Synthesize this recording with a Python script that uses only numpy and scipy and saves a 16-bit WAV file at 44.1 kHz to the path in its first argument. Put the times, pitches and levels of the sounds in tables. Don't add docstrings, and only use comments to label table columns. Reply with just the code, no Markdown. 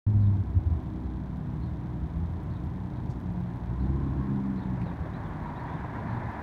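import sys
import numpy as np
from scipy import signal
from scipy.fft import rfft, irfft, next_fast_len
from scipy.io import wavfile
from scipy.ndimage import map_coordinates

SR = 44100
rng = np.random.default_rng(int(sys.argv[2]) if len(sys.argv) > 2 else 0)


def bounce(signal):
    frames = np.transpose(np.atleast_2d(signal))
    limited = np.clip(frames, -1, 1)
    pcm = np.round(limited * 32767).astype(np.int16)
    wavfile.write(sys.argv[1], SR, pcm)


N = 283122

# time_s, firing_hz, level_db
PULLING_ENGINE = [(3.65, 59.54, -42.5), (3.77, 62.5, -38), (3.85, 65.65, -31), (3.97, 67.73, -31.5),
                  (4.36, 66.4, -30.5), (4.62, 63.3, -34.5), (4.85, 60.2, -37.5), (5.02, 54.5, -47),
                  (5.28, 50.57, -35), (5.5, 50.25, -44.5)]


def undb(db):
    return 10 ** (np.asarray(db) / 20)


def unit(x):
    return x / np.sqrt(np.mean(x ** 2))


def clock():
    return np.arange(N) / SR


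def bell(peak_s, width_s):
    return np.exp(-((clock() - peak_s) / width_s) ** 2)


def curves(table):
    time_s, *columns = np.transpose(table)
    return [np.interp(clock(), time_s, column) for column in columns]


def presence(table, fade_s=.15):
    outside_s = np.maximum(table[0][0] - clock(), clock() - table[-1][0])
    return np.exp(-(np.maximum(outside_s, 0) / fade_s) ** 2)


def colour(x, spectrum):
    hz, db = np.transpose(spectrum)
    size = next_fast_len(N + SR // 4)
    bin_hz = np.maximum(np.arange(size // 2 + 1) * SR / size, 1)
    skirt = np.minimum(bin_hz / hz[0], 1) ** 2 * np.minimum(hz[-1] / bin_hz, 1) ** 2
    gain = undb(np.interp(np.log(bin_hz), np.log(hz), db))
    return irfft(rfft(x, size) * skirt * gain, size)[:N]


def noise(spectrum):
    return unit(colour(rng.standard_normal(N), spectrum))


def filtered(x, kind, hz):
    return signal.sosfilt(signal.butter(2, hz, kind, fs=SR, output="sos"), x)


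def walk(per_s):
    steps = rng.standard_normal(int(N / SR * per_s) + 2)
    return map_coordinates(steps, [clock() * per_s], order=2, mode="wrap")


def ring(hz, width_hz):
    phase = 2 * np.pi * np.cumsum(hz * np.ones(N)) / SR
    slow = filtered(rng.standard_normal((2, N)), "low", width_hz / 2)
    return unit(slow[0] * np.cos(phase) + slow[1] * np.sin(phase))


def street(x, decay_s, echo_db):
    tail = rng.standard_normal(SR // 2) * np.exp(-np.arange(SR // 2) / SR / decay_s)
    return x + undb(echo_db) * signal.fftconvolve(x, tail / np.linalg.norm(tail))[:N]


def junction(rumble_db=-37, wash_db=-51.5, rise_db_per_s=.42):
    # pitch_hz, level_db
    rumble_spectrum = [(22, -18.5), (40, -11), (60, -3.5), (90, -1), (125, -3), (175, -3.5), (220, -10.5),
                       (300, -11.5), (380, -18.5), (480, -35), (700, -48.5)]
    # peak_s, width_s, lift_db
    swells = [(.3, 0.42, 0.5), (2.1, 0.22, -0.5), (4.0, 0.24, 3.5), (4.95, .2, 2), (6.4, 0.41, -2)]
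    # pitch_hz, level_db
    wash_spectrum = [(200, -6.5), (400, -1), (520, -3), (720, 1), (850, -0.5), (990, 0.5), (1200, -9.5),
                     (1600, -11), (2100, -16.5), (2800, -25), (3600, -25.5), (5000, -35), (8000, -40),
                     (15500, -44.5)]
    swell_db = sum(lift_db * bell(peak_s, width_s) for peak_s, width_s, lift_db in swells)
    rumble = noise(rumble_spectrum) * undb(rumble_db + swell_db + .79 * walk(9))
    wash = noise(wash_spectrum) * undb(wash_db + rise_db_per_s * clock() + .35 * walk(5))
    return rumble + wash


def ticks(cycle_s=.1, tick_db=-36.5, click_db=-46, click_count=22):
    # start_s, level_db
    pattern = [(.003, 0), (.012, -2.5), (.038, 0), (.061, 0), (.071, -1)]
    # pitch_hz, level_db
    spectrum = [(2700, -15), (3200, 4), (3900, 3), (4600, -5), (6100, -6), (7200, -17), (12000, -27)]
    pulses, clicks = np.zeros(N), np.zeros(N)
    for start_s, level_db in pattern:
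        at = (np.arange(start_s, N / SR - cycle_s / 2, cycle_s) * SR).astype(int)
        pulses[at] += undb(tick_db + level_db + rng.standard_normal(len(at)))
    clicks[rng.integers(0, N, click_count)] = undb(click_db + 2 * rng.standard_normal(click_count))
    return colour(pulses, spectrum) + filtered(clicks, "band", (8500, 15000))


def breeze(level_db=-34):
    gust = noise([(22, -11), (35, -7.5), (65, -2.5), (100, -17)])
    return undb(level_db) * bell(peak_s=.26, width_s=.12) * gust


def air_hiss(level_db=-64.3):
    hiss = noise([(3600, -3), (4600, 6), (7200, 1), (9500, -10), (13000, -20)])
    spit = undb(level_db) * bell(peak_s=3.112, width_s=.014) * hiss
    return street(spit, decay_s=.14, echo_db=-8)


def note(start_s, length_s, pitches_hz, rasp):
    progress = np.clip((clock() - start_s) / length_s, 0, 1)
    glide = np.polyfit(np.linspace(0, 1, len(pitches_hz)), pitches_hz, len(pitches_hz) - 1)
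    hz = np.polyval(glide, progress) * (1 + rasp)
    arch = 2 * np.sqrt(progress * (1 - progress))
    return arch * np.sin(2 * np.pi * np.cumsum(hz) / SR)


def bird(high_s=.052, low_s=.034, chirp_rasp=.05, whistle_rasp=.027, scratch_db=2.5):
    # start_s, high_db, low_db
    chirps = [(.195, -67.5, -67.5), (1.03, -74, -78), (1.615, -67.5, -76), (2.495, -70.5, -67),
              (2.94, -71, -78), (3.79, -69, -70), (4.01, -75, -72), (4.56, -67.5, -67.5),
              (6.09, -66.5, -72)]
    # start_s, length_s, start_hz, end_hz, level_db
    whistles = [(4.835, .09, 4550, 3100, -64.5), (5.06, .04, 3650, 3750, -71),
                (5.128, .04, 3600, 4220, -64), (5.245, .045, 3580, 3080, -65),
                (5.464, .025, 3830, 4000, -68), (5.552, .035, 3400, 4050, -66.5),
                (5.595, .025, 4350, 4250, -68), (5.675, .062, 3200, 3830, -65.5),
                (5.738, .05, 3800, 2900, -65.5)]
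    flutter = walk(900)
    song = np.zeros(N)
    for start_s, high_db, low_db in chirps:
        song += undb(high_db) * note(start_s, high_s, (3920, 4170, 4000), chirp_rasp * flutter)
        song += undb(low_db) * note(start_s + high_s, low_s, (3720, 3550), chirp_rasp * flutter)
    for start_s, length_s, *ends_hz, level_db in whistles:
        song += undb(level_db) * note(start_s, length_s, ends_hz, whistle_rasp * flutter)
    return street(song * undb(scratch_db * walk(70)), decay_s=.05, echo_db=-3)


def engine(firing_hz, tones, waver_db, rough):
    phase = 2 * np.pi * np.cumsum(firing_hz * (1 + .004 * walk(12))) / SR
    drone = np.zeros(N)
    for multiple, level_db in tones:
        strength = undb(level_db + waver_db * walk(6))
        drone += strength * np.sin(multiple * phase + rng.uniform(0, 2 * np.pi))
    return np.sqrt(2) * drone * (1 + rough * walk(45))


def vehicle(drive, tones, gain_db, waver_db, rough):
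    firing_hz, level_db = curves(drive)
    return engine(firing_hz, tones, waver_db, rough) * undb(level_db + gain_db) * presence(drive)


def heavy_engine():
    # time_s, firing_hz, level_db
    drive = [(.07, 63.22, -50.5), (1.1, 62.68, -46), (1.45, 62.43, -49), (2.1, 61.9, -49),
             (2.7, 61.06, -54), (3.2, 59.4, -47.5), (3.7, 58.8, -51)]
    # multiple, start_db, change_db_per_s
    drifts = [(1, 10.5, -1.86), (2, -0.5, 3), (3, 0.5, 1.1), (4, 2, -1.5), (5, 0.5, -1), (6, -10.5, 0.14)]
    tones = [(multiple, start_db + db_per_s * clock()) for multiple, start_db, db_per_s in drifts]
    return vehicle(drive, tones, gain_db=-1, waver_db=2.5, rough=.22)


def crossing_car(boom_db=13.9):
    # time_s, firing_hz, level_db
    drive = [(1.15, 74, -49.5), (1.55, 77.8, -39.5), (2.2, 83.2, -39), (2.55, 86.3, -44.5), (2.9, 91, -44),
             (3.2, 90, -40.5), (3.6, 87.5, -48)]
    lowest_db = -8.5 + boom_db * bell(peak_s=2.46, width_s=.69)
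    return vehicle(drive, [(1, lowest_db), (1.5, -3), (2, 0)], gain_db=-.9, waver_db=3, rough=.19)


def easing_car(gain_db=-1.5, mellow_s=.17):
    # time_s, firing_hz, level_db
    drive = [(.07, 105.1, -23), (.33, 99.5, -18.5), (.385, 97.9, -28), (.47, 95.74, -37.5), (.64, 85, -37),
             (.76, 79.2, -30), (.82, 74, -38), (1.15, 59.1, -42)]
    # peak_s, width_s, level_db
    surges = [(.405, .014, -24.5), (0.57, 0.019, -18), (.674, 0.011, -18.5), (.724, 0.017, -20)]
    firing_hz, level_db = curves(drive)
    second_tone_db = -18.5 + 10 * np.exp(-clock() / mellow_s)
    surging = sum(undb(db) * bell(peak_s, width_s) for peak_s, width_s, db in surges)
    drone = engine(firing_hz, [(1, .0076), (2, second_tone_db)], waver_db=1, rough=.2)
    return drone * (undb(level_db) * presence(drive) + surging) * undb(gain_db)


def pulling_engine(let_go_s=4.21, let_go_span_s=.098):
    # multiple, coasting_db, added_under_load_db
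    balance = [(1, -7.5, 8), (2, -4, 2), (3, 0, -10.5), (4, -12, 1.5), (4.35, -14, .5), (5, -18, 4)]
    # multiple, peak_s, width_s, lift_db
    swells = [(3, 3.83, .05, 10), (3, 4.22, .07, 2), (5, 3.93, .06, 5), (2, 4.56, .09, -9),
              (1, 4.35, .08, -6)]
    load = (1 - np.tanh((clock() - let_go_s) / let_go_span_s)) / 2
    tones = []
    for multiple, coasting_db, load_db in balance:
        swell_db = sum(lift_db * bell(peak_s, width_s)
                       for which, peak_s, width_s, lift_db in swells if which == multiple)
        tones.append((multiple, coasting_db + load_db * load + swell_db))
    rough = .27 + .45 * bell(peak_s=4.95, width_s=.19)
    return vehicle(PULLING_ENGINE, tones, gain_db=-.9, waver_db=2.5, rough=rough)


def combustion(puff_db=-17.5, puff_depth=.85, chug_db=-7):
    firing_hz, level_db = curves(PULLING_ENGINE)
    firings = 1 + puff_depth * np.cos(2 * np.pi * np.cumsum(firing_hz) / SR)
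    puffs = firings * noise([(230, -3.5), (340, 3.5), (450, -12), (700, -19.5),
                             (1020, -9.5), (1250, -22.5)])
    chug = ring(firing_hz, width_hz=45) * bell(peak_s=3.97, width_s=.2)
    return (undb(puff_db) * puffs + undb(chug_db) * chug) * undb(level_db)


def strike(start_s, attack_s, decay_s):
    age_s = np.maximum(clock() - start_s, 0)
    return (1 - np.exp(-age_s / attack_s)) * np.exp(-age_s / decay_s)


def road_joints(splash_db=-4):
    # start_s, thud_db, thud_hz, slap_db, slap_hz
    blows = [(1.018, -27.5, 80, -60, 599), (2.024, -21.5, 78, -60, 600), (2.165, -19, 73, -60, 600),
             (2.507, -24, 86.4, -62, 600), (2.667, -23, 88, -63, 600), (3.089, -22, 125.4, -60, 600),
             (4.772, -22, 117.9, -43, 590), (4.862, -27.5, 114, -40, 573), (4.913, -36, 115, -39, 980),
             (5.001, -25.5, 75, -54, 600), (5.055, -31, 117, -41.5, 640), (5.74, -23, 135, -49, 600),
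             (5.844, -25.5, 115, -39, 900), (6.238, -24, 104.4, -48, 800)]
    splash = undb(splash_db) * noise([(250, -6), (600, 8), (1000, -2.5), (1500, -6.5), (2500, -9),
                                      (3200, -25), (5000, -34.5), (10000, -44)])
    bumps = np.zeros(N)
    for start_s, thud_db, thud_hz, slap_db, slap_hz in blows:
        thud = np.sin(2 * np.pi * thud_hz * (clock() - start_s))
        slap = splash + ring(slap_hz, width_hz=170)
        bumps += undb(thud_db) * thud * strike(start_s, attack_s=.0017, decay_s=.018)
        bumps += undb(slap_db) * slap * strike(start_s, attack_s=.0017, decay_s=.013)
    return filtered(bumps, "high", hz=35)


def clack(level_db=-48):
    # pitch_hz, level_db
    spectrum = [(1100, -2), (1700, -1), (2550, -1), (3100, -15), (4400, -14), (6000, -26), (9500, -28),
                (12000, -38)]
    return undb(level_db) * strike(start_s=4.813, attack_s=.0015, decay_s=.013) * noise(spectrum)


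def saloon_engine():
    # time_s, firing_hz, level_db
    drive = [(5.85, 103.8, -42.5), (6.16, 116.8, -29.5), (6.42, 124, -60)]
    return vehicle(drive, [(1, -4.5), (2, -14.5)], gain_db=-.3, waver_db=1.5, rough=.17)


def approach(closest_s=6.35, speed_m_per_s=9.53, kerb_m=7.96, closest_db=-38.2, closest_treble_db=-7):
    ground_loss_db_per_m, treble_loss_db_per_m = .24, .09
    distance_m = np.hypot(speed_m_per_s * (clock() - closest_s), kerb_m)
    extra_m = distance_m - kerb_m
    level_db = closest_db - 20 * np.log10(distance_m / kerb_m) - ground_loss_db_per_m * extra_m
    return level_db, closest_treble_db - treble_loss_db_per_m * extra_m


def saloon_tyres(shake_db=.7, treble_shake_db=1, groove_shake_db=2.2):
    # pitch_hz, level_db
    spectrum = [(150, 2), (280, 1), (480, -10), (650, -4), (800, -1.5), (1000, -1.5), (1250, -7.3),
                (1750, -3.5), (2200, -12), (2800, -25), (3700, -27), (5000, -35.5), (8000, -45),
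                (15000, -59.5)]
    # time_s, pitch_hz, level_db
    tread_song = [(3.4, 1030, -73), (4.0, 1060, -56.5), (4.7, 1080, -65.5), (5.25, 1120, -54),
                  (5.7, 1070, -56), (6.15, 908.5, -54), (6.42, 884, -54)]
    level_db, treble_db = approach()
    roar = noise(spectrum)
    treble = signal.sosfiltfilt(signal.butter(2, 1300, "high", fs=SR, output="sos"), roar)
    groove_db = -11.5 + 6.5 * bell(peak_s=5.66, width_s=.24)
    grooves = ring(965, width_hz=65) * undb(groove_db + groove_shake_db * walk(11))
    tread_hz, tread_db = curves(tread_song)
    tread = ring(tread_hz, width_hz=90) * undb(tread_db)
    treble_gain = undb(treble_db + treble_shake_db * walk(20))
    rolling = (roar + (treble_gain - 1) * treble + grooves) * undb(level_db)
    return (rolling + tread) * undb(shake_db * walk(25))


def scene():
    engines = easing_car() + heavy_engine() + crossing_car() + pulling_engine() + saloon_engine()
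    traffic = engines + combustion() + junction() + saloon_tyres() + road_joints() + clack()
    return (traffic + bird() + air_hiss() + breeze() + ticks())[None]


def record(dry, open_s=.065, fade_s=.002, top_hz=15800):
    opened = np.clip((clock() - open_s) / fade_s, 0, 1)
    return signal.sosfilt(signal.ellip(10, .1, 80, top_hz, fs=SR, output="sos"), dry * opened)


dry = scene()
out = record(dry)
bounce(out)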